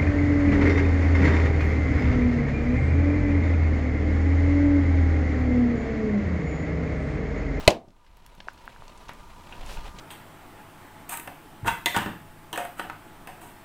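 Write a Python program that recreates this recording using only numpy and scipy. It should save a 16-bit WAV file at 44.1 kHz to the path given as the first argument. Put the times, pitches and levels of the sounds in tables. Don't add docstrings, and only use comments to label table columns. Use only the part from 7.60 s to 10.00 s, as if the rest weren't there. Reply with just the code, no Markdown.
import sys
import numpy as np
from scipy import signal
from scipy.io import wavfile
from scipy.ndimage import minimum_filter1d

SR = 44100
rng = np.random.default_rng(int(sys.argv[2]) if len(sys.argv) > 2 else 0)


def generate_wav(sig):
    pcm = np.round(np.clip(np.atleast_2d(sig).T, -1, 1) * 32767).astype(np.int16)
    wavfile.write(sys.argv[1], SR, pcm)


N = 105840
T = np.arange(N) / SR

# frequency in Hz, strength in dB per Hz (relative).
HISS_SPECTRUM = [(30, 11), (120, 6), (300, 3), (700, -9.5), (1200, -2.5), (1800, -13), (4000, -18),
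                 (8000, -19.5), (16000, -27.5)]
HISS_DB = -47
# centre in Hz, width in Hz, level in dB.
DRONE_BANDS = [(947.95, 110, -51), (1202.5, 27, -58)]
# time in seconds, level in dB.
WIND_LEVEL = [(0, -39), (.2, -45.5), (.55, -37), (1.0, -43), (1.85, -44.5), (2.03, -33), (2.2, -32.5),
              (2.4, -44.5)]
# frequency in Hz, strength in dB per Hz (relative).
WIND_SPECTRUM = [(14, 4), (30, -5), (60, -14.5), (120, -29.5), (300, -46), (1000, -72.5)]

# time in seconds, level in dB.
RUB_LEVEL = [(0, -41), (.07, -49), (.25, -58.5), (.42, -50.5), (.6, -49), (1.0, -48.5), (1.45, -50.5),
             (1.75, -54), (1.95, -47), (2.05, -47.5), (2.11, -41), (2.15, -45.5), (2.19, -49.5),
             (2.28, -43.5), (2.33, -59), (2.4, -42)]
# frequency in Hz, strength in dB per Hz (relative).
RUB_SPECTRUM = [(100, 3.5), (300, 2.5), (700, 12.5), (1500, 2.5), (3000, 4), (5000, -7.5), (8000, -14),
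                (16000, -22.5)]
# frequency in Hz, strength in dB per Hz (relative).
SWISH_SPECTRUM = [(500, -28.5), (3000, -1), (6000, -5.5), (12000, -13), (16000, -22)]
SWISH_S, SWISH_WIDTH_S, SWISH_DB = 2.12, 0.03994, -46.5
CRACKLES_PER_S, CRACKLE_DB, CRACKLE_SPREAD_DB, CRACKLE_BAND_HZ = 110, 15, 3, (1300, 4800)

# start in seconds, level in dB.
BUMPS = [(0.279, -22), (0.778, -29.5), (1.195, -37.5), (1.491, -29), (1.973, -34.5), (2.176, -29),
         (2.343, -33)]
# frequency in Hz, strength in dB per Hz (relative).
BUMP_SPECTRUM = [(40, 3), (100, -0.5), (220, -9.5), (400, -28), (700, -16), (3000, -71)]
BUMP_T60_S = 0.06656
# start in seconds, level in dB, T60 in seconds.
SCRAPES = [(1.870, -39.5, 0.03447), (1.9232, -32.5, 0.04303), (2.026, -35.5, 0.04754),
           (2.1703, -28, 0.02103)]
# centre in Hz, width in Hz, level in dB.
SCRAPE_BANDS = [(834.64, 291.5, -4), (1554.2, 307.2, -6.5), (2572.5, 517.5, -6), (3053.3, 761.4, -6.5)]
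SCRAPE_RISE_S, SCRAPE_GRAIN_DB, SCRAPE_GRAINS_PER_S = 0.001078, 4, 500
# start in seconds, level in
# dB, centre in Hz, T60 in seconds.
CHIP_SNAPS = [(0.051, -40, 3240, 0.021), (0.283, -42, 3093, 0.0354), (0.305, -41, 3192, 0.02072),
              (0.464, -40.5, 2581, .06), (0.570, -36.5, 9040, 0.00936), (0.663, -31.5, 9342, 0.0137),
              (0.663, -31, 2580, 0.013), (0.7508, -32, 10060, 0.00527), (0.8035, -30, 2523, 0.02657),
              (0.879, -41.5, 3455, 0.10084), (0.932, -42, 11000, 0.02024), (0.977, -43.5, 3192, 0.0188),
              (1.055, -38.5, 12220, 0.01062), (1.28, -32.5, 4124, 0.009924), (1.375, -43, 5495, 0.03395),
              (1.483, -38.5, 3273, 0.04596), (1.491, -33.5, 1412, 0.12044), (1.493, -40.5, 7987, 0.01629),
              (1.534, -39.5, 9005, 0.00879), (2.062, -38, 4909, 0.01336), (2.387, -36, 3546, 0.03406)]
BURST_WIDTH = 1.7964

# start in seconds, level in dB, pitch in Hz, T60 in seconds.
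SLIPS = [(0.8034, -1.5, 3325, 0.00211), (0.8041, -9.5, 946.6, 0.004404), (0.8052, -17.5, 2781, 0.00809),
         (0.8715, -25.5, 647.1, 0.03388), (0.8846, 1, 1474, 0.006233), (1.0777, -7, 1483, 0.005695),
         (1.1620, -20.5, 1486, 0.006753), (1.2220, -15.5, 1028, 0.006743), (1.4908, -10, 1492, 0.002913),
         (1.4928, -12.5, 3628, 0.00208), (1.4932, -9.5, 880.5, 0.004702)]
# ratio to the slip's pitch, level in dB added to the slip's level.
SLIP_MODES = [(.62, -8), (1.04, -2.5), (1.88, -21)]
SLIP_RISE_S = 0.00054757
SLIP_ROOM_DB = -12

# frequency in Hz, strength in dB per Hz (relative).
SHED_SPECTRUM = [(100, -5.5), (400, 3.5), (1300, 2.5), (4000, -1), (16000, -0.5)]
# frequency in Hz, T60 in seconds.
SHED_T60 = [(100, .33), (350, 0.3), (700, 0.26), (1500, 0.18), (4000, .19), (12000, 0.15)]
SHED_DB, SHED_BUILD_S = -10, 0.0044
# pitch in Hz, level in dB, T60 in seconds.
SHED_MODES = [(223.38, -15, 0.2), (322.78, -14, .23), (668.22, -14, 0.31), (764, -14.5, 0.29)]
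# frequency in Hz, strength in dB per Hz (relative).
BLOW_TAIL_SPECTRUM = [(60, -4.5), (130, -5), (250, -0.5), (420, 2.5), (620, 2.5), (850, -1), (1200, -14.5),
                      (2400, -8.5), (3500, -12.5), (6000, -21.5), (14000, -34)]
BLOW_TAIL_DB = -1.5
# delay in seconds, level in dB.
ECHOES = [(.029, -12.5), (.037, -24.5), (.069, -32), (.088, -28.5), (.113, -40.5)]

# start in seconds, level in dB.
BITES = [(0.0770, 8), (0.079, 10)]
# pitch in Hz, level in dB, T60 in seconds.
LOG_MODES = [(1000, -14.5, 0.032), (1512.8, -14.5, 0.023), (2052, -4, 0.019), (2590.5, -2.5, .024),
             (3036.2, -1.5, 0.017), (3655.1, -8, 0.013), (4062.6, -7, 0.014), (6148.3, -16, 0.014),
             (6953.7, -18, .014)]
# frequency in Hz, strength in dB per Hz (relative).
TEAR_SPECTRUM = [(300, 6), (1500, -12), (3000, 1.5), (5000, -13.5), (8000, -13.5), (16000, -31.5)]
TEAR_DB, TEAR_T60_S = -6, 0.03
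# start in seconds, level in dB, centre in Hz, T60 in seconds.
SPLINTERS = [(0.0860, -10.5, 3280, .03), (0.1040, -9, 4000, .025)]
# pitch in Hz, level in dB, T60 in seconds.
BLOCK_MODES = [(391.01, -16, .1), (521, -7.5, 0.035), (612.96, 3, 0.034), (659.86, -17, 0.13),
               (767.26, -18.5, 0.082)]
THUD_S, THUD_DB, THUD_CONTACT_S = 0.0798, 14, 0.0007
THUMP_S, THUMP_HZ, THUMP_DB, THUMP_T60_S, THUMP_RISE_S = 0.0769, 111.07, 6, 0.055, 0.002

GAIN_THRESHOLD_DB, GAIN_RANGE_DB = -16.5, 18
GAIN_ATTACK_S, GAIN_HOLD_S, GAIN_RELEASE_S = 0.002, 0.29819, 0.87928
CUTOFF_HZ = 16100


def from_db(db):
    return 10 ** (np.asarray(db) / 20)


def rms_one(x):
    return x / np.sqrt(np.mean(x ** 2) + 1e-20)


def in_time(rows):
    return np.interp(T, *np.transpose(rows))


def at_hz(points, hz):
    points = np.array(points)
    return np.interp(np.log(hz), np.log(points[:, 0]), points[:, 1])


def band_pass(x, low_hz, high_hz, order=2):
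    sos = signal.butter(order, [low_hz, high_hz], "band", fs=SR, output="sos")
    return signal.sosfilt(sos, x)


def band_noise(low_hz, high_hz, order=2):
    white = rng.standard_normal(N + SR // 4)
    return band_pass(white, low_hz, min(high_hz, 0.45 * SR), order)[-N:]


def bands():
    edges = 12 * 2 ** np.arange(0, 10.6, 0.5)
    return [(np.sqrt(low * high), band_noise(low, high)) for low, high in zip(edges, edges[1:])]


def coloured(spectrum):
    return rms_one(sum(from_db(at_hz(spectrum, hz)) * noise for hz, noise in bands()))


def resonant_noise(rows):
    return sum(from_db(db) * rms_one(band_noise(hz - width / 2, hz + width / 2))
               for hz, width, db in rows)


def drift(rate):
    knots = rng.standard_normal(N // 40)
    return np.interp(T * rate, np.arange(len(knots)), knots)


def decay(s, t60, rise_s):
    age = np.maximum(T - s, 0)
    fall = np.exp(-np.minimum(np.log(1000) * age / t60, 100))
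    return (1 - np.exp(-age / rise_s)) * fall


def ring(s, hz, t60, rise_s):
    return decay(s, t60, rise_s) * np.sin(2 * np.pi * hz * (T - s))


def body(modes, s, rise_s):
    return sum(from_db(db) * ring(s, hz, t60, rise_s) for hz, db, t60 in modes)


def bursts(rows):
    total = np.zeros(N)
    for s, db, hz, t60 in rows:
        noise = rms_one(band_noise(hz / BURST_WIDTH, hz * BURST_WIDTH, order=3))
        total += from_db(db) * decay(s, t60, rise_s=0.0003) * noise
    return total


def reverberation(spectrum, s):
    parts = [(hz, from_db(at_hz(spectrum, hz)) * noise) for hz, noise in bands()]
    steady_level = np.std(sum(noise for hz, noise in parts))
    tail = sum(noise * decay(s, at_hz(SHED_T60, hz), SHED_BUILD_S) for hz, noise in parts)
    return tail / steady_level


def shed(x):
    tail = reverberation(SHED_SPECTRUM, 0)
    return from_db(SHED_DB) * signal.fftconvolve(x, tail / np.linalg.norm(tail))[:N]


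def background():
    hiss = from_db(HISS_DB) * coloured(HISS_SPECTRUM)
    wind = from_db(in_time(WIND_LEVEL)) * coloured(WIND_SPECTRUM)
    return hiss + resonant_noise(DRONE_BANDS) + wind


def clothing(grain_db=3.0, grains_per_s=180):
    rub_db = in_time(RUB_LEVEL) + grain_db * drift(grains_per_s)
    rub = from_db(rub_db) * coloured(RUB_SPECTRUM)
    swell = np.exp(-0.5 * ((T - SWISH_S) / SWISH_WIDTH_S) ** 2)
    swish = from_db(SWISH_DB) * swell * coloured(SWISH_SPECTRUM)
    return rub + swish


def crackle():
    size_db = CRACKLE_SPREAD_DB * np.minimum(rng.exponential(1, N), 3)
    sizes = from_db(size_db) * rng.choice([-1, 1], N)
    happens = rng.random(N) < CRACKLES_PER_S / SR
    clicks = sizes * happens * from_db(CRACKLE_DB + in_time(RUB_LEVEL))
    return band_pass(clicks + 1e-18, *CRACKLE_BAND_HZ)


def bumps():
    hits = sum(from_db(db) * decay(s, BUMP_T60_S, rise_s=0.001809) for s, db in BUMPS)
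    return coloured(BUMP_SPECTRUM) * hits


def scrapes():
    strokes = sum(from_db(db) * decay(s, t60, SCRAPE_RISE_S) for s, db, t60 in SCRAPES)
    grain = from_db(SCRAPE_GRAIN_DB * drift(SCRAPE_GRAINS_PER_S))
    return resonant_noise(SCRAPE_BANDS) * strokes * grain


def levering():
    total = np.zeros(N)
    for s, db, hz, t60 in SLIPS:
        for k, (ratio, mode_db) in enumerate(SLIP_MODES):
            sign = (-1) ** k
            total += sign * from_db(db + mode_db) * ring(s, hz * ratio, t60, SLIP_RISE_S)
    return total


def axe_blow():
    bite_shape = sum(from_db(db) * decay(s, TEAR_T60_S, rise_s=0.00041) for s, db in BITES)
    tear = from_db(TEAR_DB) * coloured(TEAR_SPECTRUM) * bite_shape
    log = sum(from_db(db) * body(LOG_MODES, s, rise_s=0.00063) for s, db in BITES)
    thud = from_db(THUD_DB) * body(BLOCK_MODES, THUD_S, THUD_CONTACT_S)
    thump = from_db(THUMP_DB) * ring(THUMP_S, THUMP_HZ, THUMP_T60_S, THUMP_RISE_S)
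    echoes = sum(from_db(db) * np.interp(T - delay, T, thud) for delay, db in ECHOES)
    shed_ring = body(SHED_MODES, THUD_S, SHED_BUILD_S)
    tail = from_db(BLOW_TAIL_DB) * reverberation(BLOW_TAIL_SPECTRUM, THUD_S)
    return log + tear + thud + thump + bursts(SPLINTERS) + echoes + shed_ring + tail


def scene():
    ground = bursts(CHIP_SNAPS) + scrapes() + bumps() + crackle()
    slips = levering()
    answer = shed(ground + from_db(SLIP_ROOM_DB) * slips)
    return (background() + clothing() + ground + slips + answer + axe_blow())[None]


def gain_control(x):
    level_db = 20 * np.log10(np.abs(x) + 1e-9)
    over_db = np.clip(level_db - GAIN_THRESHOLD_DB, 0, GAIN_RANGE_DB)
    half = int(GAIN_HOLD_S * SR / 2)
    held_db = -minimum_filter1d(-over_db, 2 * half + 1, origin=half, mode="constant")
    fall = np.exp(-T / GAIN_RELEASE_S)
    cut_db = np.maximum.accumulate(held_db / fall) * fall
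    r = np.exp(-1 / (GAIN_ATTACK_S * SR))
    return x * from_db(-signal.lfilter([1 - r], [1, -r], cut_db))


def record(dry):
    clipped = np.clip(gain_control(dry[0]), -1, 1)
    top_cut = signal.ellip(10, 0.1, 80, CUTOFF_HZ, fs=SR, output="sos")
    return signal.sosfilt(top_cut, clipped)[None]


dry = scene()
out = record(dry)
generate_wav(out)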